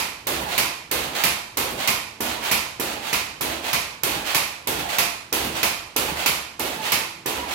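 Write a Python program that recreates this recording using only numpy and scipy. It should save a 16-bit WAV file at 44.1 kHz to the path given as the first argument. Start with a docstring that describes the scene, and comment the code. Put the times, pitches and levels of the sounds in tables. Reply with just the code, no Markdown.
"""The fading ring of a metal blow is heard first, over faint room noise; then a pogo stick bounces on,
about one and a half times a second, in a bare, tiled living room.
Each landing gives a rubber thud of varying pitch, a swelling floor boom and a tick of loose metal.
Random slips make the shaft scrape down and up and the spring groan; gliding harmonics make the coils creak.
The shaft then slams into its end stop and damped modes ring its tube; diffuse decaying noise is the hard room."""
import sys
import numpy as np
from scipy import signal
from scipy.fft import rfft, irfft, next_fast_len
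from scipy.io import wavfile

SR = 44100
rng = np.random.default_rng(int(sys.argv[2]) if len(sys.argv) > 2 else 0)


def put_to_file(sound):
    """Save the sound as 16-bit audio at rate SR, in the file named by the first command-line argument."""
    columns = np.atleast_2d(sound).T  # one column per channel
    safe = np.clip(columns, -1, 1)
    whole_steps = np.round(safe * 32767)
    wavfile.write(sys.argv[1], SR, whole_steps.astype(np.int16))


N = 332514

# Bounces: landing t/s, end stop t/s, landing force level/dB, rebound force level/dB, thud pitch f/Hz;
# a force of 0 dB is a usual bounce
BOUNCES = [(-0.38, -0.065, 0, 1.5, 400), (0.268, 0.5788, -0.1, 0.5, 420), (0.911, 1.2369, 1, 2, 443),
           (1.57, 1.8747, 1.5, 0, 410), (2.2036, 2.5133, -2, 0.5, 345), (2.796, 3.129, -1.7, -3.7, 372),
           (3.4078, 3.7304, -1.5, -3, 382), (4.032, 4.3466, 2, 0.9, 360), (4.6708, 4.984, 0.5, 1.2, 366),
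           (5.325, 5.63, 2, -0.2, 390), (5.9612, 6.26, 3, 1, 390), (6.593, 6.9195, -2.3, 0, 368),
           (7.2579, 7.573, -1.7, -3, 413)]
# Dull knocks of the frame when the spring is deeply pressed: t/s, level/dB
KNOCKS = [(.408, -33), (1.05, -38), (1.704, -33), (4.151, -36.5), (4.79, -35.5), (5.449, -31), (6.088, -34),
          (6.747, -37.5)]

# How each part follows the force: level/dB in a usual bounce, slope/(dB per dB of force)
THUD_LEVEL = (-27.5, 0.38)
BOOM_LEVEL = (-45, .8)
TICK_LEVEL = (-24, 1.2)
DOWN_LEVEL = (-31.5, 0.33)
GROAN_LEVEL = (-38.5, .3)
CREAK_LEVEL = (-30.5, 0.18)
UP_LEVEL = (-23.5, 0.76)
CLANK_LEVEL = (-19, 0.38)
EDGE_LEVEL = (-22.6, 1)
TICK_SNAP_LEVEL = (-11.5, 1.8)
EDGE_SNAP_LEVEL = (-12, 1.4)

# Phases of the stroke: centre/1, width/1, as shares of the time on the floor.
# The shaft slides in fast, slows against the spring, strains the coils, and slides out again
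PLUNGE = (0.08, 0.16)
SQUEEZE = (.36, 0.086)
STRAIN = (0.29, 0.4)
RISE = (0.799, 0.091)

# Colours of the parts, of which only the shape counts: f/Hz, spectral level/dB
THUD_COLOUR = [(30, -32), (65, -10.5), (130, -2), (190, -10), (250, 1), (370, 5), (500, 2.5), (650, -3),
               (950, 1.5), (1500, -6), (4000, -22), (12000, -65)]
TICK_COLOUR = [(200, -28), (900, -6), (1500, -4), (2400, 5.5), (4200, 1.5), (6000, -0.5), (8700, -1),
               (11000, 2.5), (13500, 4.5), (16000, -7)]
SCRAPE_COLOUR = [(150, -27.5), (500, -4.5), (750, 2), (1500, -2.5), (2600, 0.8), (4400, -4), (5400, -9.5),
                 (7000, -9.5), (9000, -13), (12000, -12), (16000, -13.5)]
GROAN_COLOUR = [(60, -28), (150, -5.5), (260, 6), (430, 3.5), (620, 6), (900, -8), (1300, -11), (2500, -15),
                (8000, -52)]
CLANK_COLOUR = [(40, -16), (150, -8), (450, -7.5), (750, -6), (1000, 1), (1200, -2.5), (1650, -6.5),
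                (2000, -1), (2550, 3), (3000, -4), (4700, -4), (7000, -9.5), (9000, -13.5), (16000, -25)]
EDGE_COLOUR = [(1000, -45), (5000, -27), (7000, -5), (8700, -7), (11200, 2), (13500, 0.5), (16000, -5.5)]
BOOM_COLOUR = [(20, -19), (42, -3.5), (72, 5), (105, -7), (150, -3), (300, -23), (2000, -75)]
KNOCK_COLOUR = [(30, -28), (70, -14), (150, 0), (240, -4), (400, -6.5), (900, -11.5), (1600, -16),
                (5000, -40), (9000, -22), (13000, -17), (16000, -20)]
SNAP_COLOUR = [(1000, -26), (3000, -20), (6000, -1), (9000, -16.5), (11000, 0), (13500, 5), (16000, -1.5)]
# Colour of the steady background noise: f/Hz, spectral level/dB
AIR_COLOUR = [(20, -1), (45, -7), (100, -1.5), (300, -6.5), (1000, -15), (3000, -18.5), (8000, -28),
              (16000, -53)]

# Modes of the steel tube and spring: f/Hz, relative level/dB, t60/s
TUBE_MODES = [(703, 3, 0.25), (900, 5, 0.17), (1056, 1, 0.18), (1412, -1, 0.12), (1904, 2, 0.13),
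              (2244, 1, .06), (2380, 1, 0.12), (2453, 5.5, 0.24), (2580, -3, 0.2), (3140, 12.5, 0.076)]
# Standing waves of the room: f/Hz, level/dB, t60/s
ROOM_MODES = [(72.6, -56, 0.9), (150.7, -53.5, 0.29), (210.8, -55, 0.47), (244.4, -54, 0.23), (330, -61, 1)]
# Decay of the diffuse room sound: f/Hz, t60/s
DECAY = [(60, 0.68), (250, 0.52), (900, 0.73), (2500, 0.63), (5000, 0.63), (9000, 0.55), (15000, 0.34)]
# Left-right correlation of the diffuse room sound: f/Hz, correlation/1
LIKENESS = [(60, 0.9), (140, 0.87), (290, 0.92), (640, 0.18), (1400, 0), (15000, 0.016)]
# Difference between the two microphones: f/Hz, left minus right level/dB
TILT = [(60, 1), (200, -1.5), (380, -3.5), (700, -6.5), (1300, -4.5), (2400, -5.5), (5000, -8), (9500, -1),
        (13500, -5.5)]

THUD_HZ = 390   # the pitch at which THUD_COLOUR is given
PLUNGE_DB, COIL_CLICK_DB = 3.5, -12.5   # against the downward scrape
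TUBE_DB = -14   # the tube's ring against the clank
TICK_DELAY_S, EDGE_DELAY_S = .0026, .0015   # metal meets metal after the landing, and after the end stop
AIR_DB = -49.5
LEAD_S, BOUNCE_S, TAIL_S = .5, .5, .9   # lead-in, dry length of a bounce, length of a room tail
CUTOFF_HZ = 15900
PATHS = 5   # separate ways from the stick into the room


def amp(db):
    """Level definition: gain is ten to the power of level/dB over twenty."""
    return 10 ** (np.asarray(db) / 20)


def level(part, force_db):
    """Linear law in decibels: the usual level/dB plus the part's share of the force."""
    usual_db, slope = part
    return usual_db + slope * force_db


def at_hz(points, hz):
    """Linear interpolation of a table on a logarithmic frequency axis."""
    f, value = np.transpose(points)
    return np.interp(np.log(np.maximum(hz, 1)), np.log(f), value)


def unit_energy(x):
    """Energy normalisation: the sum of squares becomes one."""
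    return x / np.sqrt(np.sum(x ** 2, axis=-1, keepdims=True) + 1e-20)


def swell(x, centre, width):
    """Gaussian envelope: a smooth rise and fall."""
    return np.exp(-.5 * ((x - centre) / width) ** 2)


def drift(t, knots_per_s):
    """Random modulation: straight lines between normal random knots."""
    knots = rng.standard_normal(256)
    return np.interp((t - t[0]) * knots_per_s, np.arange(len(knots)), knots)


def body(force, colour, size=2048):
    """Minimum-phase filtering: a causal body of the given colour responds to each row of force."""
    log_gain = np.log(amp(at_hz(colour, np.fft.rfftfreq(size, 1 / SR))))
    # folding the cepstrum onto positive times makes the response causal
    cepstrum = irfft(log_gain)
    cepstrum[1:size // 2] *= 2
    cepstrum[size // 2 + 1:] = 0
    response = unit_energy(irfft(np.exp(rfft(cepstrum))))
    return signal.fftconvolve(force, response[None], axes=1)[:, :force.shape[1]]


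def ringing(modes, t, vary_db):
    """Modal superposition: damped sines start at t = 0, each with a randomly varied strength."""
    t = np.maximum(t, 0)
    total = 0
    for hz, db, t60 in modes:
        envelope = amp(db + vary_db * rng.normal() - 60 * t / t60)
        total = total + envelope * np.sin(2 * np.pi * hz * t)
    return total


def blow(t, rebound_db, spread_s):
    """Impulsive excitation: a contact at t = 0 and fading rebounds, one per path; energy of 50 ms at level one."""
    delays = np.append(0, np.cumsum(spread_s * rng.uniform(.3, 1, PATHS - 1)))
    sizes = np.append(1, amp(rebound_db) * np.exp(-delays[1:] / (2 * spread_s)))
    force = np.zeros((PATHS, len(t)))
    samples = np.searchsorted(t[:-1], delays)
    force[np.arange(PATHS), samples] = unit_energy(sizes) * np.sqrt(SR / 20)
    return force


def friction(t, slips_per_s, uneven_db):
    """Stochastic excitation: uneven tiny slips at random moments, dealt to the paths; rms one in all."""
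    slips = (rng.random(len(t)) < slips_per_s / SR) * rng.choice([-1, 1], len(t))
    sizes = amp(uneven_db * np.clip(rng.normal(size=len(t)), -2, 2))
    slips = unit_energy(slips * sizes) * np.sqrt(len(t))
    path = rng.integers(0, PATHS, len(t))
    return slips * (path == np.arange(PATHS)[:, None])


def room_air():
    """Filtered noise: steady room noise, one part shared and one for each side."""
    air = body(rng.standard_normal((3, N)), AIR_COLOUR)
    return amp(AIR_DB) * (air[0] + 0.22 * air[1:])


def room_tail(count=14):
    """Diffuse reverberation at one spot: bands of noise decay, the top treble fastest, with the bass alike."""
    size = int(TAIL_S * SR)
    t, hz = np.arange(size) / SR, np.fft.rfftfreq(size, 1 / SR)
    alike = np.clip(at_hz(LIKENESS, hz), -.99, .99)
    mid, side = rfft(rng.standard_normal((2, size)))
    echoes = np.sqrt(1 + alike) * mid + np.sqrt(1 - alike) * side * [[1], [-1]]
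    centres = np.geomspace(60, 15000, count)
    tail = 0
    for centre, share in zip(centres, np.eye(count)):
        # overlapping bands, whose shares add up to one
        band = irfft(echoes * at_hz(np.c_[centres, share], hz), size)
        tail = tail + band * amp(-60 * t / at_hz(DECAY, centre))
    return unit_energy(tail) + ringing(ROOM_MODES, t, vary_db=1.0)


def in_room(x, tails, near_db, near_s, size=1024):
    """Convolution: each path excites its tail, led by sound scattered from the frame and nearby tiles."""
    echoes = tails.copy()
    fade = np.exp(-np.arange(size) / (near_s * SR))
    echoes[..., :size] += amp(near_db) * unit_energy(tails[..., size:2 * size] * fade)
    dry_paths = x[:, None].astype("float32")
    return signal.fftconvolve(dry_paths, echoes.astype("float32"), axes=2).sum(axis=0)


def frame_knocks(t, landing_s, stop_s):
    """Impulse response: blows while the spring is deeply pressed excite the dull frame."""
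    sound = np.zeros((PATHS, len(t)))
    for knock_s, knock_db in KNOCKS:
        if landing_s < knock_s < stop_s:
            force = blow(t - knock_s, rebound_db=-14.0, spread_s=0.0041)
            sound += amp(knock_db) * body(force, KNOCK_COLOUR)
    return sound


def creak(t, contact_s, force_db, slack_hz=570, loaded_hz=900):
    """Stick-slip: the coils give wavering harmonic squeaks, higher the harder the spring is pressed."""
    load = np.sin(np.pi * np.clip(t / contact_s, 0, 1))
    hz = slack_hz + (loaded_hz - slack_hz) * load ** 2
    hz = hz * amp(1.2 * drift(t, knots_per_s=35))   # wavering pitch
    phase = 2 * np.pi * np.cumsum(hz) / SR
    grip = np.clip(drift(t, knots_per_s=55), 0, 1.2) * np.sqrt(load) * swell(t / contact_s, .52, .3)
    harmonics = np.sin(phase) + amp(-10) * np.sin(2 * phase) + amp(-9) * np.sin(3 * phase)
    squeak = amp(level(CREAK_LEVEL, force_db)) * grip * harmonics
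    return np.eye(PATHS)[0][:, None] * squeak   # the first path only


def shaft(t, contact_s, landing_db, rebound_db):
    """Sliding friction: the shaft rubs down, rests at the turn and rubs up; loaded coils groan and click."""
    stroke = t / contact_s
    touching = (stroke > 0) & (stroke < 1)
    down = amp(PLUNGE_DB) * swell(stroke, *PLUNGE) + swell(stroke, *SQUEEZE)
    down = amp(level(DOWN_LEVEL, landing_db)) * down
    up = amp(level(UP_LEVEL, rebound_db)) * swell(stroke, *RISE)
    strain = amp(level(GROAN_LEVEL, landing_db)) * swell(stroke, *STRAIN)
    rubbing = touching * (down + up) * friction(t, slips_per_s=700, uneven_db=6.5)
    clicking = touching * down * friction(t, slips_per_s=70, uneven_db=11)
    groaning = touching * strain * friction(t, slips_per_s=140, uneven_db=3.5)
    scrape = body(rubbing, SCRAPE_COLOUR)
    coil_clicks = amp(COIL_CLICK_DB) * body(clicking, TICK_COLOUR)
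    return scrape + coil_clicks + body(groaning, GROAN_COLOUR)


def snap(t, level_db, decay_s):
    """Direct radiation: metal chatter decays at once and comes straight to the microphones, mostly the right."""
    chatter = (t > 0) * np.exp(-np.abs(t) / decay_s) * rng.standard_normal((2, len(t)))
    return amp(level_db) * amp([[-6], [0]]) * body(chatter, SNAP_COLOUR)


def loose_metal(since_tick, since_edge, landing_db, rebound_db):
    """Repeated impact: loose metal rattles after the landing and clatters after the end stop."""
    rattle = blow(since_tick, rebound_db=-10, spread_s=.008)
    clatter = blow(since_edge, rebound_db=-5, spread_s=.005)
    tick = amp(level(TICK_LEVEL, landing_db)) * body(rattle, TICK_COLOUR)
    edge = amp(level(EDGE_LEVEL, rebound_db)) * body(clatter, EDGE_COLOUR)
    return tick + edge


def end_stop(t, force_db):
    """Modal excitation: the spring throws the shaft on its stop; the tube rings, damped by hands and feet."""
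    force = blow(t, rebound_db=-3, spread_s=.006)
    modes = unit_energy(ringing(TUBE_MODES, t - t[0], vary_db=1.5))
    tube = signal.fftconvolve(force, modes[None], axes=1)[:, :len(t)]
    return amp(level(CLANK_LEVEL, force_db)) * (body(force, CLANK_COLOUR) + amp(TUBE_DB) * tube)


def landing(t, force_db, thud_hz):
    """Impact and loading: the rubber foot hits the tiles, then the floor booms under the rider's weight."""
    colour = np.array(THUD_COLOUR) * [thud_hz / THUD_HZ, 1]   # shifts the thud's pitch
    force = blow(t, rebound_db=-3, spread_s=.016)
    thud = amp(level(THUD_LEVEL, force_db)) * body(force, colour)
    load = (t > 0) * swell(t, .055, .035) * friction(t, slips_per_s=900, uneven_db=2)
    return thud + amp(level(BOOM_LEVEL, force_db)) * body(load, BOOM_COLOUR)


def bounce(t, tails, landing_s, stop_s, landing_db, rebound_db, thud_hz):
    """Superposition: one whole bounce, from landing to end stop, sums its parts in the room."""
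    since, since_stop, contact_s = t - landing_s, t - stop_s, stop_s - landing_s
    dull = landing(since, landing_db, thud_hz) + frame_knocks(t, landing_s, stop_s)
    frame = shaft(since, contact_s, landing_db, rebound_db)
    frame = frame + creak(since, contact_s, landing_db) + end_stop(since_stop, rebound_db)
    # the rubber gives for a moment before the play in the metal parts closes
    since_tick, since_edge = since - TICK_DELAY_S, since_stop - EDGE_DELAY_S
    metal = loose_metal(since_tick, since_edge, landing_db, rebound_db)
    sound = in_room(dull + frame, tails, near_db=-12.0, near_s=0.0033)
    sound = sound + in_room(metal, tails, near_db=-26, near_s=0.002)
    sound[:, :len(t)] += snap(since_tick, level(TICK_SNAP_LEVEL, landing_db), decay_s=0.0013)
    sound[:, :len(t)] += snap(since_edge, level(EDGE_SNAP_LEVEL, rebound_db), decay_s=0.0019)
    return sound


def scene(count=16):
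    """Superposition: all bounces over room noise; the stick moves about, so its paths keep changing."""
    lead, size = int(LEAD_S * SR), int(BOUNCE_S * SR)
    tails = np.array([room_tail() for spot in range(count)])
    out = np.zeros((2, lead + N + 2 * SR))
    for row in BOUNCES:
        start = int(row[0] * SR) - SR // 100   # 10 ms ahead of the landing
        t = (start + np.arange(size)) / SR
        spots = rng.permutation(count)[:PATHS]
        sound = bounce(t, tails[spots], *row)
        out[:, lead + start:lead + start + sound.shape[1]] += sound
    return out[:, lead:lead + N] + room_air()


def record(dry):
    """Linear filtering: the right microphone is louder above the bass; deep bass and top are cut steeply."""
    size = next_fast_len(N + SR // 10)
    hz = np.fft.rfftfreq(size, 1 / SR)
    sides = amp(at_hz(TILT, hz) * [[.5], [-.5]])
    sides = sides / np.sqrt(np.mean(sides ** 2, axis=0))   # keeps the mean power gain at one
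    heard = irfft(rfft(dry, size) * sides, size)[:, :N]
    bass_cut = signal.butter(6, 36, "high", fs=SR, output="sos")
    top_cut = signal.ellip(10, .2, 70, CUTOFF_HZ, fs=SR, output="sos")
    heard = signal.sosfilt(bass_cut, heard)
    return signal.sosfilt(top_cut, np.clip(heard, -1, 1))


dry = scene()
out = record(dry)
put_to_file(out)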